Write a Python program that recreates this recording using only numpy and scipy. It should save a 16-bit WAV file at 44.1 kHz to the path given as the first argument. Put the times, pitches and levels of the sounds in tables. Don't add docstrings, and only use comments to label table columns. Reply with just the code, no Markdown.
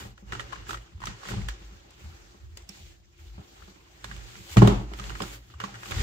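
import sys
import numpy as np
from scipy import signal
from scipy.fft import rfft, irfft, next_fast_len
from scipy.io import wavfile
from scipy.ndimage import uniform_filter1d

SR = 44100
rng = np.random.default_rng(int(sys.argv[2]) if len(sys.argv) > 2 else 0)


def convert_level_to_amplitude(level_db):
    exponent = np.asarray(level_db, float) / 20
    return 10 ** exponent


def to_wav(s):
    ch = np.atleast_2d(s).T
    pcm = np.round(np.clip(ch, -1, 1) * 32767)
    wavfile.write(sys.argv[1], SR, pcm.astype(np.int16))


N = 265658

# (fastest moment [s], rubbing level [dB], speeding up [s], slowing down [s],
# finest hiss above its usual share [dB])
STROKES = [(0.0, -47.5, 0.055, 0.18, 8), (0.33, -54.5, 0.11, 0.61, -19), (.52, -56.5, 0.36, 0.75, -10),
           (0.699, -47.5, 0.058, 0.11, 14), (1.085, -49.5, 0.1, 0.18, -12), (1.3, -47.5, 0.081, 0.054, 22),
           (1.31, -46, 0.26, 0.33, -3), (1.53, -59, 0.28, 0.83, -11), (2.0, -61, 0.088, 1, 4.5),
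           (2.78, -56.5, 0.2, 0.25, 5.5), (2.89, -63.5, 0.18, 0.2, 5), (3.2, -65, 0.04, .3, 9),
           (3.64, -62.5, 0.88, 0.47, 4.5), (4.12, -55, 0.27, 0.98, -0.5), (4.44, -55, 1, 0.21, 8),
           (4.533, -44, 0.14, 0.089, 10), (4.66, -45, .1, 0.3, 2), (4.9, -61, 0.099, 0.2, 2),
           (4.98, -56, 0.044, 0.08, 18), (5.079, -47.5, 0.26, 0.099, 2), (5.23, -48.5, 0.24, 0.23, 6),
           (5.347, -50.5, 0.45, 0.084, 11.5), (5.52, -69.5, 0.58, 0.15, 13), (5.65, -53.5, 0.11, 0.54, -6),
           (5.9, -54, 0.29, 0.12, 28), (6.02, -40, 0.35, .1, 3)]
# (frequency [Hz], level per Hz [dB])
FIBRE_COLOUR = [(140, -55), (230, -21), (280, -8), (340, 4), (485, -11.5), (549, -24), (679, -15.5),
                (1040, -8), (3020, -7), (4790, -10.5), (7200, -13.5), (9070, -25), (16000, -27)]
# (time [s], extra body [dB])
PRESSURE = [(0, 4.5), (.33, 2), (.6, 3.5), (1.0, 1), (1.3, 1.5), (1.6, -2), (2.1, 2), (2.6, 0.5),
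            (2.8, -10), (2.95, -15), (3.3, -1.5), (3.8, -1.5), (4.2, -0.5), (4.5, -3.5), (4.9, 2), (5.3, 0),
            (5.65, 4), (6.02, 0)]
# (frequency [Hz], level [dB], time to fade by 60 dB [s])
SHELL_MODES = [(1040, -14.5, 0.02), (1260, -9, 0.013), (1420, 3, 0.0086), (1663, -12.5, 0.04),
               (1880, -11.5, 0.063), (2310, -13.5, 0.015), (2870, -4.5, 0.02)]
LOW_SHELL_MODES = [(554.0, -7.0, 0.053), (783.0, -5.0, 0.043)]
# (time [s], peak level [dB], strongest ring [Hz], left minus right [dB])
DULL_KNOCKS = [(.3215, -19, 1790, -4.5), (.3314, -23.5, 1390, 1), (0.3497, -25.5, 1350, -1),
               (.395, -22, 1820, -9), (0.523, -27, 1700, 5), (.529, -26, 1080, 10.5),
               (0.5557, -35, 1660, -3), (0.667, -37.5, 1700, -3), (.743, -24, 1340, 3.5),
               (.9778, -54, 1110, -19), (1.0171, -29, 1100, 0), (1.027, -31, 1900, 0),
               (1.036, -24.5, 1100, -8), (1.2315, -33.5, 1120, -10), (1.252, -31.5, 1110, -4),
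               (1.2859, -27.5, 1580, -7), (1.3792, -39, 1360, 5), (3.6186, -44.5, 1400, 14),
               (4.1122, -27.5, 1580, -8), (4.353, -34.5, 2020, -6), (4.621, -17, 1070, 3),
               (5.1194, -31, 2050, -1), (5.1514, -26.5, 1360, 2), (5.2023, -21, 1130, -3),
               (5.2342, -29, 1380, -6), (5.5375, -40, 1160, -3), (5.614, -28, 1420, -8),
               (5.6379, -19, 1140, -4), (5.7412, -31.5, 1670, 4), (5.918, -20, 2130, -2),
               (5.942, -30, 2050, -3), (5.962, -30, 2050, -3), (5.983, -29, 2100, -3),
               (6.003, -28, 2100, -3)]
BARE_KNOCKS = [(0.177, -40.5, 1430, -2), (.2886, -60, 950, -7), (0.4033, -26.5, 1340, 1),
               (0.6916, -24, 1300, -4), (0.7068, -21, 1310, -4), (.7295, -25, 1260, -9.5),
               (0.771, -33.5, 1860, -1), (1.0027, -36, 1290, -2), (1.0696, -22, 1350, -4),
               (1.272, -40, 1120, -19), (1.3168, -26, 1630, -8), (1.4165, -36, 2100, -8),
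               (3.6794, -51, 1230, 8), (4.5688, -9, 1270, 0), (4.5788, -17, 2000, -4),
               (4.6257, -19.5, 1400, -11), (4.9346, -30, 2020, -10), (4.9877, -31.5, 2870, -5),
               (4.996, -26, 1250, -5), (5.0388, -30, 2870, -6), (5.0947, -26.5, 2950, -5),
               (5.102, -28, 1480, -9), (5.4992, -44.5, 1320, -4), (5.6005, -22.5, 1260, -3),
               (5.7528, -33.5, 1428, -1), (5.8313, -28, 1650, -0.5), (5.8557, -31.5, 2400, 5)]
# (time [s], peak level [dB], strongest ring [Hz], left minus right [dB], brightness [dB])
SNAPS = [(1.055, -26.5, 2620, -2, 38), (1.485, -20.5, 1720, -5.5, -16), (4.042, -24, 1040, -3.5, -15.5),
         (1.9053, -46, 1260, 5, 23.5), (2.5709, -32, 2340, 2, 8), (2.6204, -47, 2870, -3, 3),
         (2.69, -32, 3180, -10, 28), (3.178, -54, 3080, 13, -1), (3.2677, -51, 1060, -5, -5),
         (4.163, -40, 2100, -12, -8), (4.6729, -14, 1190, -4, -13), (5.2193, -22.5, 1780, -7, -6),
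         (5.909, -26, 2470, -5, -6)]
# (low edge [Hz], high edge [Hz], level [dB])
CRACK_BANDS = [(945, 1100, -17), (2350, 4430, 6.5), (4040, 10100, 5), (10900, 22000, -0.5)]
# (frequency [Hz], level [dB])
RIM_MODES = [(4100, -32), (5500, -22), (7300, -43)]
# (time [s], peak level [dB], whole-board boom [dB], sheet rattle [dB],
# strongest body tone [Hz])
THUMPS = [(0.049, -38.5, -23, 2.5, 358), (0.225, -42, -10, -5, 200), (0.322, -34, -4, 4.5, 369),
          (0.398, -41.5, -20, -5, 444), (0.691, -38, -9, 7, 377), (1.308, -26.5, -20, -0.5, 400),
          (1.335, -26.5, -12, -6.5, 205), (1.381, -30, -20, -6, 202), (1.61, -44, -20, 4.5, 331),
          (1.72, -46, -15, 0, 200), (1.85, -47, -20, 0, 320), (2.343, -44, -30, -1.5, 400),
          (2.692, -44.5, -20, 0, 223), (2.77, -48, -20, 0, 500), (3.379, -35, -26, 4, 224),
          (3.518, -54, -14, 4, 320), (3.759, -50, -25, 4, 304), (4.041, -43, -22, 5, 202),
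          (3.675, -43, -26, 7, 347), (4.5622, -21, -3, 2, 550), (4.569, -1.5, 0.5, -7, 190),
          (4.619, 2.5, -7.5, -7, 300), (4.674, -5, -6, -4, 318), (4.645, -9.5, -16, -10, 400),
          (4.698, -12.5, -19, -10, 300), (4.724, -18, -15, -12, 350), (4.795, -25.5, -20, -6, 330),
          (4.916, -32, -20, 3, 304), (5.0, -39, -20, -5, 202), (5.098, -36, -21, 5, 363),
          (5.155, -45.5, -20, -5, 398), (5.205, -21.5, -8, -5.5, 395), (5.218, -22, -23, -11, 300),
          (5.311, -44, -27, 2, 393), (5.636, -28, -20, -29, 300), (5.885, -38, -17, -3, 205),
          (5.908, -29, -6, 0, 600), (6.002, -32, 7, 0, 250)]
# (frequency [Hz], level [dB], time to fade by 60 dB [s])
BOARD_MODES = [(54.43, -6, 0.74), (95, -5, 0.096), (117.8, 4.5, 0.42), (160, -3, 0.13), (197, 2.5, 0.14),
               (275, -13, 0.045), (317, -7.5, 0.11), (403.4, -5, 0.11), (428.5, -8.5, 0.084),
               (565, -10, 0.05), (658, -11.5, 0.059), (777, -7, 0.072), (830, -7, 0.054),
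               (1073, -2.5, 0.054)]
# (low edge [Hz], high edge [Hz], level [dB], time to fade by 60 dB [s])
RATTLE_BANDS = [(252, 363, -19, 0.36), (488, 1010, -27, 0.39), (930, 1450, -29, 0.28),
                (1590, 3800, -33, 0.34)]
# (time [s], level [dB], letting go [s])
LEANS = [(.12, -45.5, 0.073), (.3, -38.5, 0.14), (.45, -37.5, 0.028), (.6, -41, 0.15), (.78, -37.5, 0.087),
         (1.09, -37.5, 0.091), (1.36, -36, .1), (1.43, -30, 0.06), (1.49, -29, 0.09), (1.65, -40.5, 0.19),
         (2.212, -50, 0.19), (2.61, -46, .1), (2.83, -48, 0.27), (3.22, -57, 0.14), (3.31, -39.5, 0.1),
         (3.63, -50, 0.16), (4.1, -41.5, 0.28), (4.18, -38, 0.19), (4.52, -61, 0.071), (4.774, -23, 0.076),
         (4.86, -38, 0.15), (4.97, -41, 0.017), (5.08, -32.5, 0.21), (5.3, -43, 0.099),
         (5.411, -42.5, 0.042), (5.71, -49.5, .1), (5.94, -41, 0.065), (6.02, -24.5, 0.11)]
NUDGES = [(0.0, -40, 0.11), (.3, -40, 0.075), (.62, -46.5, 0.25), (.72, -55, .1), (.97, -35, 0.029),
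          (1.36, -35, 0.21), (1.59, -52, 0.11), (1.74, -49, 0.16), (2.06, -37.5, 0.14), (2.43, -40, 0.32),
          (2.5, -52, 0.22), (2.83, -45.5, 0.12), (3.22, -43.5, 0.19), (3.401, -37, 0.021),
          (3.63, -47.5, 0.079), (4.18, -45, 0.049), (4.52, -43.5, 0.43), (4.72, -28, 0.073),
          (5.016, -51, .1), (5.23, -47, 0.14), (5.556, -42, 0.076), (5.94, -31, 0.055),
          (5.98, -26.5, 0.062)]
ROCKS = [(.06, -43.5, 0.15), (.36, -38.5, 0.14), (.47, -47, 0.25), (.6, -47.5, 0.076), (.72, -44.5, 0.2),
         (.97, -49.5, 0.27), (1.088, -39, 0.14), (1.359, -29, 0.18), (1.6, -53, 0.085), (2.06, -48, 0.15),
         (2.27, -57.5, 0.078), (2.83, -53.5, 0.14), (3.4, -45, 0.026), (3.63, -78.5, 0.15),
         (4.1, -42, 0.23), (4.29, -51.5, 0.34), (4.41, -44.5, 0.076), (4.72, -34, 0.054),
         (4.774, -31, 0.16), (5.016, -42.5, 0.075), (5.099, -42.5, 0.29), (5.36, -49, 0.11),
         (5.494, -54, 0.27), (5.63, -44.5, 0.39), (5.77, -46, 0.066), (5.94, -39.5, .06),
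         (6.02, -26.5, 0.11)]
# (frequency [Hz], width [Hz], level [dB])
SHAKEN_MODES = [
    [(52.25, 3.5, 0)],
    [(76.2, 11, 0)],
    [(116.2, 6.6, 6), (140, 78, -3.5), (198.3, 27, -4.5)],
]
# (frequency [Hz], level per Hz [dB])
ROOM_COLOUR = [(76, -30), (130, 11), (233, -20), (356, -14.5), (450, -10), (640, -16), (810, -8),
               (1000, -15.5), (1290, -16), (2890, -14), (4780, -16), (7150, -17.5), (10500, -53),
               (12600, -31), (16000, -22.5)]
# (frequency [Hz], width [Hz], level [dB])
DRONE = (346, 32, -62.5)
# (frequency [Hz], side minus mid [dB])
STEREO_WIDTH = [(60, -15.5), (120, -14.5), (240, -9.5), (480, 1), (950, 3), (1890, 2), (3770, 1),
                (7520, 0.5), (15000, 0)]
# (frequency [Hz], width [Hz], gain [dB])
MICROPHONE = [(7350, 1870, 9.5), (8800, 5840, -6), (15600, 1900, 6)]

TOP_HZ = 16100
STEP = 32
GRAIN_DB = 0.8


def wiping():
    curve, rest_db = 2.38, -87
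    jerk_db, jerk_t60_s = -21.5, 0.17
    strokes = np.array([swell(s, db, rise, fall, curve) for s, db, rise, fall, _ in STROKES])
    s, peak_db, _, bright_db = np.transpose(knock_list())[:4]
    kicks = impulses(s, convert_level_to_amplitude(2 * (peak_db + jerk_db + 0.087 * bright_db)))
    jerks = signal.lfilter([1], [1, -convert_level_to_amplitude(-120 / (jerk_t60_s * SR))], kicks + 1e-18)
    power = per_sample(strokes.sum(axis=0)) + jerks + convert_level_to_amplitude(2 * rest_db)
    rub_db = 10 * np.log10(power)
    fine_db = per_sample(np.array(STROKES)[:, -1] @ strokes) / power
    pressed_db = np.interp(np.arange(N) / SR, *np.transpose(PRESSURE))
    body_db = 0.17 * (-52.5 - rub_db) - 0.13 * fine_db + pressed_db
    return rub_db, fine_db, body_db


def cloth(rub_db, fine_db, body_db):
    rasp = rubbing(FIBRE_COLOUR, patchy_db=1.14, grain_db=GRAIN_DB, fine_db=fine_db, body_db=body_db)
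    creaking = creak(per_s=270, spread_db=4.5)
    return convert_level_to_amplitude(rub_db + 3.5) * rasp + convert_level_to_amplitude(rub_db + body_db - 0.5) * creaking


def rubbing(spectrum, patchy_db, grain_db, fine_db=0, body_db=0):
    out, power, together = 0, 0, drift(22.0)
    slips = rng.standard_normal((2, 2, N)) * convert_level_to_amplitude(grain_db * drift(150))
    edges = np.geomspace(140, TOP_HZ, 17)
    for k, (low, high) in enumerate(zip(edges, edges[1:])):
        mid, side = band(slips[k % 2], low, high)
        hz = np.sqrt(low * high)
        hiss_db = fine_db * np.clip(np.log2(hz / 6000), 0, 1)
        tilt_db = hiss_db + body_db * np.clip(np.log2(2600 / hz), 0, 1)
        depth_db = patchy_db * min(1, 700 / hz) ** 0.22
        gain = convert_level_to_amplitude(tilt_db + depth_db * (0.36 * together + drift(14)))
        level = convert_level_to_amplitude(at_hz(spectrum, hz))
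        out = out + gain * level * left_right(mid, side, hz)
        power += np.mean((level * mid) ** 2)
    return out / np.sqrt(power)


def creak(per_s, spread_db):
    out = 0
    for hz, mode_db, t60 in SHELL_MODES + LOW_SHELL_MODES:
        caught = rng.random((2, N)) < per_s * convert_level_to_amplitude(5.0 * drift(7)) / SR
        sizes = convert_level_to_amplitude(spread_db * np.minimum(rng.exponential(1, (2, N)), 4))
        sizes = sizes * rng.choice([-1, 1], (2, N))
        out = out + convert_level_to_amplitude(mode_db) * ring(left_right(*(caught * sizes), hz), hz, 1.3 * t60)
    return rms_one(out)


def knock_list():
    # (time [s], peak [dB], ring [Hz], brightness [dB], contact fade [s], left minus right [dB])
    dull = [(s, db, hz, -50.5, 0.03, pan) for s, db, hz, pan in DULL_KNOCKS]
    bare = [(s, db, hz, -21.5, 0.024, pan) for s, db, hz, pan in BARE_KNOCKS]
    snaps = [(s, db, hz, bright, 0.024, pan) for s, db, hz, pan, bright in SNAPS]
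    return sorted(dull + bare + snaps)


def shell_knocks():
    out, t = np.zeros((2, N + 4096)), np.arange(4096) / SR
    for s, peak_db, ring_hz, bright_db, t60, pan_db in knock_list():
        luck = rng.standard_normal(len(SHELL_MODES))
        slips = rng.standard_normal((2, 2, len(t)))
        grip = np.minimum(rng.standard_normal(len(t) // 32), 1)
        grip[:4] = 1
        slips = slips * convert_level_to_amplitude(7.0 * grip.repeat(32))
        contact = (1 - np.exp(-t / 0.0027)) * convert_level_to_amplitude(-60 * t / np.clip(t60, .006, .09))

        knock = convert_level_to_amplitude(-27.0) * ring(left_right(*slips[0], ring_hz) * contact, ring_hz, 22 / ring_hz)
        for (hz, mode_db, mode_t60), chance in zip(SHELL_MODES, luck):
            level_db = mode_db - 4.2 * abs(np.log2(hz / ring_hz)) + 7 * np.tanh(chance) - 33
            knock += convert_level_to_amplitude(level_db) * ring(left_right(*slips[0], hz) * contact, hz, mode_t60)
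        for low, high, crack_db in CRACK_BANDS:
            tilt_db = bright_db * np.clip(np.log2(high / 1900) / 2, 0, 1)
            crack = band(left_right(*slips[1], high) * contact, low, high)
            knock += convert_level_to_amplitude(crack_db + tilt_db) * crack
        rim_shift = 1 + 0.12 * np.tanh(luck[-1])
        for (hz, rim_db), chance in zip(RIM_MODES, luck):
            rim = ring(left_right(*slips[1], hz) * contact, hz * rim_shift, 0.016)
            knock += convert_level_to_amplitude(rim_db + bright_db + 6 * np.tanh(chance)) * rim

        knock = band(knock, 760, TOP_HZ)
        knock *= convert_level_to_amplitude(-1.0) / np.sort(np.abs(knock), axis=None)[-12]
        at = round(s * SR)
        out[:, at:at + len(t)] += convert_level_to_amplitude(peak_db) * knock * convert_level_to_amplitude([[pan_db / 2], [-pan_db / 2]])
    return out[:, :N]


def thumps():
    s, peak_db, boom_db, shiver_db, body_hz = np.transpose(THUMPS)
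    luck, out = rng.standard_normal((len(s), 2, len(BOARD_MODES))), 0
    since = np.arange(N) / SR - 4.685
    damped = convert_level_to_amplitude(-92 * np.where(since < 0.45, np.maximum(since, 0), 0))
    for k, (hz, mode_db, t60) in enumerate(BOARD_MODES):
        upper_db = 2.93 * luck[:, 0, k] - 5 - 4.5 * abs(np.log2(hz / body_hz))
        gain = convert_level_to_amplitude(peak_db + mode_db + np.where(hz < 135, boom_db - 7.0, upper_db))
        mid = ring(impulses(s, -gain * (-1) ** k), hz, t60)
        side = ring(impulses(s, gain * np.sign(luck[:, 1, k])), hz * 1.02, t60)
        side = side * np.clip(hz / 260, 0, 1)
        out = out + left_right(mid, side, hz) * (damped if 85 < hz < 135 else 1)
    out = signal.sosfilt(signal.butter(2, 905, fs=SR, output="sos"), out)
    for low, high, rattle_db, t60 in RATTLE_BANDS:
        hits = impulses(s, convert_level_to_amplitude(peak_db + shiver_db + rattle_db))
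        fade = signal.lfilter([1], [1, -convert_level_to_amplitude(-60 / (t60 * SR))], hits)
        noise = rms_one(band(rng.standard_normal((2, N)), low, high))
        out = out + fade * left_right(*noise, low)
    return out


def board_shake():
    out = 0
    rises_s, rests_db = (0.14, 0.051, 0.11), (-59.5, -61.5, -65)
    for pushes, rise_s, rest_db, modes in zip((LEANS, NUDGES, ROCKS), rises_s, rests_db, SHAKEN_MODES):
        power = convert_level_to_amplitude(2 * rest_db) + sum(swell(s, db, rise_s, fall_s, 1.57) for s, db, fall_s in pushes)
        group = 0
        for hz, width, mode_db in modes:
            t60 = np.log(1000) / np.pi / width
            mid, side = ring(ring(rng.standard_normal((2, N)), hz, t60), hz, t60 / 3)
            group = group + convert_level_to_amplitude(mode_db) / mid.std() * left_right(mid, side, hz)
        strength = uniform_filter1d(np.mean(group ** 2, axis=0), size=round(0.11 * SR))
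        out = out + per_sample(np.sqrt(power)) * group / np.sqrt(strength + 1e-9)
    return out


def kitchen(x):
    size = next_fast_len(N + SR)
    hz = np.arange(size // 2 + 1) * SR / size
    t60 = 0.33 / np.hypot(1, hz / 12000)
    out = []
    for side, lags in zip(x, rng.uniform(.013, .045, (2, 12))):
        loops = [convert_level_to_amplitude(-60 * lag / t60) * np.exp(-2j * np.pi * hz * lag) for lag in lags]
        echo = sum((-1) ** k * loop / (1 - loop) for k, loop in enumerate(loops))
        out.append(irfft(rfft(side, size) * echo, size)[:N])
    return np.array(out)


def room_tone(rub_db):
    hz, width, drone_db = DRONE
    mid, side = ring(rng.standard_normal((2, N)), hz, np.log(1000) / np.pi / width)
    drone = convert_level_to_amplitude(drone_db + 0.75 * drift(16)) / mid.std() * left_right(mid, side, hz)
    air = convert_level_to_amplitude(-60.0) * rubbing(ROOM_COLOUR, patchy_db=-4.0, grain_db=GRAIN_DB / 2)
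    duck_db = 0.5 * np.clip(uniform_filter1d(rub_db, size=SR // 16) + 65, -16.5, 0)
    return convert_level_to_amplitude(duck_db) * (drone + air)


def swell(s, level_db, rise_s, fall_s, curve):
    t = np.arange(N // STEP + 2) * STEP / SR - s
    away = np.where(t < 0, -t / max(rise_s, .01), t / max(fall_s, .01))
    left = np.clip(1 - away, 0, 1)
    return (convert_level_to_amplitude(level_db) * left ** curve) ** 2


def per_sample(coarse):
    return np.interp(np.arange(N) / STEP, np.arange(len(coarse)), coarse)


def drift(rate):
    r = np.exp(-80 * np.pi * rate / SR)
    slow = signal.lfilter([1], [1, -2 * r, r * r], rng.standard_normal(N // 40 + 2002))[2000:]
    return np.interp(np.arange(N) / 40, np.arange(len(slow)), rms_one(slow))


def impulses(times, gains):
    out = np.zeros(N)
    out[np.minimum(np.round(times * SR).astype(int), N - 1)] = gains
    return out


def ring(force, hz, t60):
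    r, w = convert_level_to_amplitude(-60 / (t60 * SR)), 2 * np.pi * hz / SR
    return signal.lfilter([0, np.sin(w)], [1, -2 * r * np.cos(w), r * r], force + 1e-18)


def band(x, low_hz, high_hz):
    return signal.sosfilt(signal.butter(2, [low_hz, high_hz], "band", fs=SR, output="sos"), x)


def bell(x, hz, width, gain_db):
    w, a = 2 * np.pi * hz / SR, convert_level_to_amplitude(gain_db / 2)
    alpha = np.sin(w) * width / hz / 2
    top = [1 + alpha * a, -2 * np.cos(w), 1 - alpha * a]
    bottom = [1 + alpha / a, -2 * np.cos(w), 1 - alpha / a]
    return signal.lfilter(top, bottom, x)


def left_right(mid, side, hz):
    width = convert_level_to_amplitude(at_hz(STEREO_WIDTH, hz))
    return np.array([mid + width * side, mid - width * side])


def at_hz(points, hz):
    return np.interp(np.log(hz), np.log(np.array(points)[:, 0] + 1), np.array(points)[:, 1])


def rms_one(x):
    return x / np.sqrt(np.mean(x ** 2) + 1e-20)


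def scene():
    knocks, blows = shell_knocks(), thumps()
    rub_db, fine_db, body_db = wiping()
    airborne = band(convert_level_to_amplitude(-26) * knocks + convert_level_to_amplitude(-23.5) * blows, 320, TOP_HZ)
    steady = cloth(rub_db, fine_db, body_db) + board_shake() + room_tone(rub_db)
    return steady + knocks + blows + kitchen(airborne)


def band_limit(x):
    return signal.sosfilt(signal.butter(12, 16440, fs=SR, output="sos"), x)


def record(dry):
    for hz, width, gain_db in MICROPHONE:
        dry = bell(dry, hz, width, gain_db)
    cut = signal.sosfilt(signal.butter(3, 38, "high", fs=SR, output="sos"), dry)
    rounded = 1.14 * np.tanh(cut / 1.48)
    mix = signal.sosfilt(signal.cheby2(12, 60, TOP_HZ + 300, fs=SR, output="sos"), rounded)
    return band_limit(mix)


dry = scene()
out = record(dry)
to_wav(out)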